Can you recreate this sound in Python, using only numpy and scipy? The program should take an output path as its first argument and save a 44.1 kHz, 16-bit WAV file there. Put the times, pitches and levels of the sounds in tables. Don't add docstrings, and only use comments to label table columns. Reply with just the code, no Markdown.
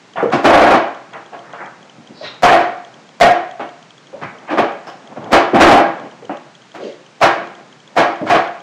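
import sys
import numpy as np
from scipy import signal
from scipy.fft import rfft, irfft
from scipy.io import wavfile

SR = 44100
rng = np.random.default_rng(int(sys.argv[2]) if len(sys.argv) > 2 else 0)


def master_out(mix):
    frames = np.transpose(np.atleast_2d(mix))
    ceiling = np.clip(frames, -1, 1)
    pcm = np.round(ceiling * 32767).astype(np.int16)
    wavfile.write(sys.argv[1], SR, pcm)


N = 380141
T = np.arange(SR * 4 // 5) / SR


# (pitch [Hz], level [dB], time to fade by 60 dB [s])
DECK_MODES = [(721.8, -1, 0.097), (712, -4.5, 0.3), (750.5, -2.5, 0.21), (1852, -15.5, 0.16),
              (343.2, -0.5, 0.37), (469.7, -6.5, 0.23), (600.4, 13.5, 0.046), (681, 0.5, 0.099),
              (804.2, 2.5, 0.24), (1027, -18, 0.57), (1114, -3, 0.18), (1187, -34, 0.082),
              (1470, -20, 0.11), (1630, -7.5, 0.28), (2212, -7, 0.15), (2415, -12.5, 0.15),
              (2960, -10, 0.093)]
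# (frequency [Hz], level [dB])
WOOD_COLOUR = [(100, -26), (160, -16.5), (250, -1.5), (330, 4), (460, -4), (650, 12), (900, 6.5),
               (1400, 2.5), (2200, -6.5), (3000, -15.5), (4500, -25), (7000, -41), (10000, -64),
               (15000, -66)]


def board(modes_db=-5, bass_hz=380, treble_hz=2700, detuning=0.0071, direct_db=-5, crisp_s=0.0021):
    out = np.zeros(N)
    hz = bins(size=2048)
    bass = 1 / (1 + (hz / bass_hz) ** 4)
    octaves = np.log2(1 + (hz / treble_hz) ** 6) / 6
    direct = (T == 0) * gain(direct_db)
    contacts = blows()
    for contact, room in zip(contacts, garage(len(contacts))):
        s, knock_db, ring_db, bass_db, tilt_db, contact_s = contact
        push = T * np.exp(-T / contact_s)
        echoes = room * np.cumsum(push) / push.sum()
        click = direct * np.exp(-contact_s / crisp_s)
        colour = causal(along(WOOD_COLOUR, hz) + bass_db * bass + tilt_db * octaves)
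        crack = echoed(colour, echoes + click)
        detune = 1 + detuning * rng.standard_normal(len(DECK_MODES))
        modes = [gain(db) * np.sin(2 * np.pi * f * shift * T) * fade(t60)
                 for (f, db, t60), shift in zip(DECK_MODES, detune)]
        free = echoed(sum(modes[:4]), echoes + direct)
        loaded = echoed(sum(modes[4:]), echoes)
        blow = burst(crack, knock_db) + burst(loaded, knock_db + modes_db) + burst(free, ring_db)
        add(out, s, blow)
    return out


# (time [s], knock level [dB], free ring level [dB], bass boost [dB], contact time [s],
#  rebounds [count], time between rebounds [s], loss by the last rebound [dB])
BOARD_SLAPS = [(.445, -6, -17, 9.5, 0.0029, 7, 0.042, 3), (2.433, -5, -5.5, 0, 0.0017, 4, 0.04, 14.5),
               (3.211, -5, 0, -5.5, 0.0013, 2, .056, 21), (5.33, -3, -26.5, 7, 0.00074, 1, 0.053, 10.5),
               (5.603, -0.5, -10.5, 11.5, 0.0034, 3, 0.054, 6),
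               (7.215, -4.5, -13.5, -3, 0.0053, 1, .032, 8), (7.966, -8, -13.5, 3, 0.0052, 1, .03, 3.5),
               (8.3, -9, -12.5, -3, 0.0018, 1, 0.041, -2)]
SLAP_TILT_DB = 10
TOUCH_LEAD_S, TOUCH_DB, TOUCH_TILT_DB = 0.0092, -15, 17.5
REBOUND_CONTACT_S, REBOUND_TILT_DB, SETTLE_POWER = 0.0033, 4, 1.64
LIGHT_END_DB = 3
# (time [s], knock level [dB], bass boost [dB], treble tilt [dB per octave], contact time [s])
FOOT_KNOCKS = [(.158, -17.5, -15, -23, 0.012), (.316, -13, -3, 11.5, 0.0058), (1.127, -29, -26, -8, 0.0064),
               (1.323, -32, 6.5, -2, 0.0043), (1.535, -31.5, -12, -14, 0.00053),
               (3.596, -25, 9, 2.5, 0.0019), (4.216, -29, -13, 6, .0023), (4.492, -18.5, 16, 6, 0.011),
               (4.575, -11, 8, 3.5, 0.0029), (4.871, -31.5, 0, 14, 0.0013), (5.307, -19.5, 12, 12, 0.0061),
               (5.538, -9, 20.5, 3, 0.0053), (6.295, -25, 19.5, -10, 0.00036),
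               (6.743, -31.5, 2, 14, 0.0028), (8.26, -21.5, -13, 9, 0.0041)]
UNDERFOOT_RING_DB = -10.5


def blows():
    rows = []
    for s, db, bass_db, tilt_db, contact_s in FOOT_KNOCKS:
        rows.append((s, db, db + UNDERFOOT_RING_DB, bass_db, tilt_db, contact_s))
    for s, db, ring_db, bass_db, contact_s, count, gap_s, lost_db in BOARD_SLAPS:
        touch_db = db + TOUCH_DB
        rows.append((s - TOUCH_LEAD_S, touch_db, touch_db + UNDERFOOT_RING_DB,
                     bass_db, TOUCH_TILT_DB, contact_s))
        rows.append((s, db, ring_db, bass_db, SLAP_TILT_DB, contact_s))
        count = round(count)
        for k in range(1, count + 1):
            drop_db = lost_db * (k / count) ** SETTLE_POWER + k % 2 * LIGHT_END_DB
            late_s = gap_s * (k + rng.uniform(-.1, .1))
            rows.append((s + late_s, db - drop_db, ring_db - drop_db,
                         bass_db, REBOUND_TILT_DB, REBOUND_CONTACT_S))
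    return rows


# (time [s], level [dB], pitch [Hz])
SHOE_THUDS = [(.227, -12, 468), (0.334, -14.5, 335), (1.979, -40.5, 262), (2.092, -36.5, 252),
              (2.209, -30.5, 597), (4.129, -30, 558), (4.217, -31.5, 190), (4.59, -19.5, 440),
              (5.178, -33, 198), (5.533, -12, 340), (6.223, -35, 484), (8.212, -22, 304),
              (8.213, -23.5, 582)]


def shoes(thud_t60=0.046, slap_t60=0.016, slap_db=-3):
    out = np.zeros(N)
    for (s, db, hz), room in zip(SHOE_THUDS, garage(len(SHOE_THUDS))):
        tone = np.sin(2 * np.pi * hz * T)
        thud = echoed(tone * fade(thud_t60), room)
        slap = echoed(tone * fade(slap_t60), room)
        add(out, s, burst(burst(thud, 0) + burst(slap, slap_db), db))
    return out


# (time [s], length [s], level [dB], centre [Hz], width [Hz])
SCUFF_SLIDES = [(1.39, 0.16, -37.5, 1070, 1390), (1.57, 0.082, -27.5, 1160, 1260),
                (2.12, 0.18, -40, 4500, 1240), (2.21, 0.075, -29, 1200, 4540),
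                (2.23, 0.045, -33, 3870, 450), (4.208, 0.043, -28.5, 1350, 1490),
                (4.462, 0.069, -26, 1240, 1700), (4.866, 0.0085, -48.5, 5160, 500),
                (5.133, 0.34, -27.5, 504, 900), (6.76, 0.17, -39, 2200, 5060),
                (6.765, 0.13, -23.5, 446, 263)]
TRUCK_S, TRUCK_DB, TRUCK_HZ, TRUCK_WIDTH_HZ = 0.018, -18, 2450, 1440


def scrapes(grit_db=4):
    out = np.zeros(N)
    slides = list(SCUFF_SLIDES)
    for s, db, *_ in list(BOARD_SLAPS) + list(FOOT_KNOCKS):
        slides.append((s, TRUCK_S, db + TRUCK_DB, TRUCK_HZ, TRUCK_WIDTH_HZ))
    for (s, length, db, hz, width), room in zip(slides, garage(len(slides))):
        grit = rng.standard_normal(len(T)) * gain(grit_db * rng.standard_normal(len(T)))
        swell = np.sin(np.pi * np.minimum(T / length, 1))
        rasp = band(grit, hz, width) * swell
        add(out, s, burst(echoed(rasp, room), db))
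    return out


# (start [s], length [s], level [dB])
WHEEL_ROLLS = [(0.953, 2.3, -49.5), (2.587, 0.097, -42), (4.173, .93, -42.5), (5.173, 0.4, -31.5),
               (5.835, 0.19, -32.5), (7.346, .12, -35), (7.973, 0.49, -41)]
# (frequency [Hz], level [dB])
RUMBLE_COLOUR = [(100, -6), (200, 8.5), (400, 4), (750, 7.5), (1500, -6), (3000, -18.5), (8000, -54.5)]
SPEED_UP_DB_PER_S, COAST_DB_PER_S = 149, 73


def wheels(bumps_db=3.0):
    t = np.arange(N) / SR
    knots = np.arange(0, N / SR, 1 / 40)
    bumps = np.interp(t, knots, rng.standard_normal(len(knots)))
    runs = []
    for s, length, db in WHEEL_ROLLS:
        before = np.maximum(s - t, 0)
        after = np.maximum(t - s - length, 0)
        runs.append(db - SPEED_UP_DB_PER_S * before - COAST_DB_PER_S * after)
    return noise(RUMBLE_COLOUR) * gain(np.max(runs, axis=0) + bumps_db * bumps)


TICK_GAP_S, TICK_SCATTER_DB = 0.13, 2.5


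def ticks(tick_db=-37, tick_hz=3200, length_s=0.0053, octave_db=-10, wobble=0.13, count=90):
    out = np.zeros(N)
    t = np.arange(int(length_s * SR)) / SR
    times = np.cumsum(TICK_GAP_S * (.5 + rng.random(count)))
    sizes = 2 * rng.random(count) - 1
    for s, size in zip(times, sizes):
        phase = 2 * np.pi * tick_hz * t + wobble * np.cumsum(rng.standard_normal(len(t)))
        cycles = np.sin(phase) + gain(octave_db) * np.sin(2 * phase)
        tick = np.sin(np.pi * t / length_s) * cycles
        if s < N / SR:
            add(out, s, gain(tick_db + TICK_SCATTER_DB * size) * tick)
    return signal.sosfilt(signal.butter(8, 7500, fs=SR, output="sos"), out)


# (frequency [Hz], level [dB])
HISS_COLOUR = [(30, -17), (70, -37.5), (130, 8.5), (200, 5), (700, -0.5), (1500, -2.5), (3000, -7.5),
               (6900, -14.5), (8200, -22), (10300, -33), (11500, -65)]
HISS_DB = -46


def hiss():
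    return gain(HISS_DB) * noise(HISS_COLOUR)


# (frequency [Hz], time to fade by 60 dB [s])
GARAGE_ECHO = [(150, 0.31), (700, 0.54), (2000, 0.6), (5000, 0.46), (10000, 0.26)]


def garage(count, early_db=0, early_t60=0.21):
    hz = bins(len(T))
    edges = np.array(GARAGE_ECHO)[:, 0]
    spectra = rfft(rng.standard_normal((count, len(T))))
    late = 0
    for share, (_, t60) in zip(np.eye(len(edges)), GARAGE_ECHO):
        weight = along(np.c_[edges, share], hz)
        late = late + irfft(spectra * weight, len(T)) * fade(t60)
    early = gain(early_db) * fade(early_t60) * irfft(spectra, len(T))
    tails = late + early
    return tails / np.linalg.norm(tails, axis=1, keepdims=True)


def echoed(x, room):
    return signal.fftconvolve(x, room)[:len(T)]


def gain(db):
    return 10 ** (np.asarray(db) / 20)


def fade(t60):
    return np.exp(-np.log(1000) * T / t60)


def along(points, hz):
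    f, value = np.transpose(points)
    return np.interp(np.log(hz + 1), np.log(f), value)


def bins(size):
    return np.arange(size // 2 + 1) * SR / size


def noise(points):
    x = irfft(rfft(rng.standard_normal(N)) * gain(along(points, bins(N))), N)
    return x / x.std()


def causal(db):
    cepstrum = irfft(np.log(gain(db)))
    half = len(cepstrum) // 2
    cepstrum[1:half] *= 2
    cepstrum[half + 1:] = 0
    return irfft(np.exp(rfft(cepstrum)))


def band(x, hz, width):
    bell = np.exp(-2 * ((bins(len(x)) - hz) / width) ** 2)
    return irfft(rfft(x) * bell, len(x))


def burst(x, db):
    return x * gain(db) / np.sqrt(np.sum(x ** 2) * 20 / SR)


def add(out, s, x):
    start = max(int(s * SR), 0)
    out[start:start + len(x)] += x[:N - start]


def scene():
    return (board() + shoes() + scrapes() + wheels() + ticks() + hiss())[None]


MIC_ORDER, CLIP_LEVEL, TOP_HZ = 6, .71, 15750


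def record(dry, low_hz=108, soft_hz=11500):
    thin = signal.sosfilt(signal.butter(MIC_ORDER, low_hz, "high", fs=SR, output="sos"), dry)
    fine = signal.resample_poly(thin, 2, 1, axis=-1)
    flat = signal.resample_poly(np.clip(fine, -CLIP_LEVEL, CLIP_LEVEL), 1, 2, axis=-1)
    soft = signal.sosfilt(signal.butter(2, soft_hz, fs=SR, output="sos"), flat)
    return signal.sosfiltfilt(signal.ellip(8, .05, 60, TOP_HZ, fs=SR, output="sos"), soft)


dry = scene()
out = record(dry)
master_out(out)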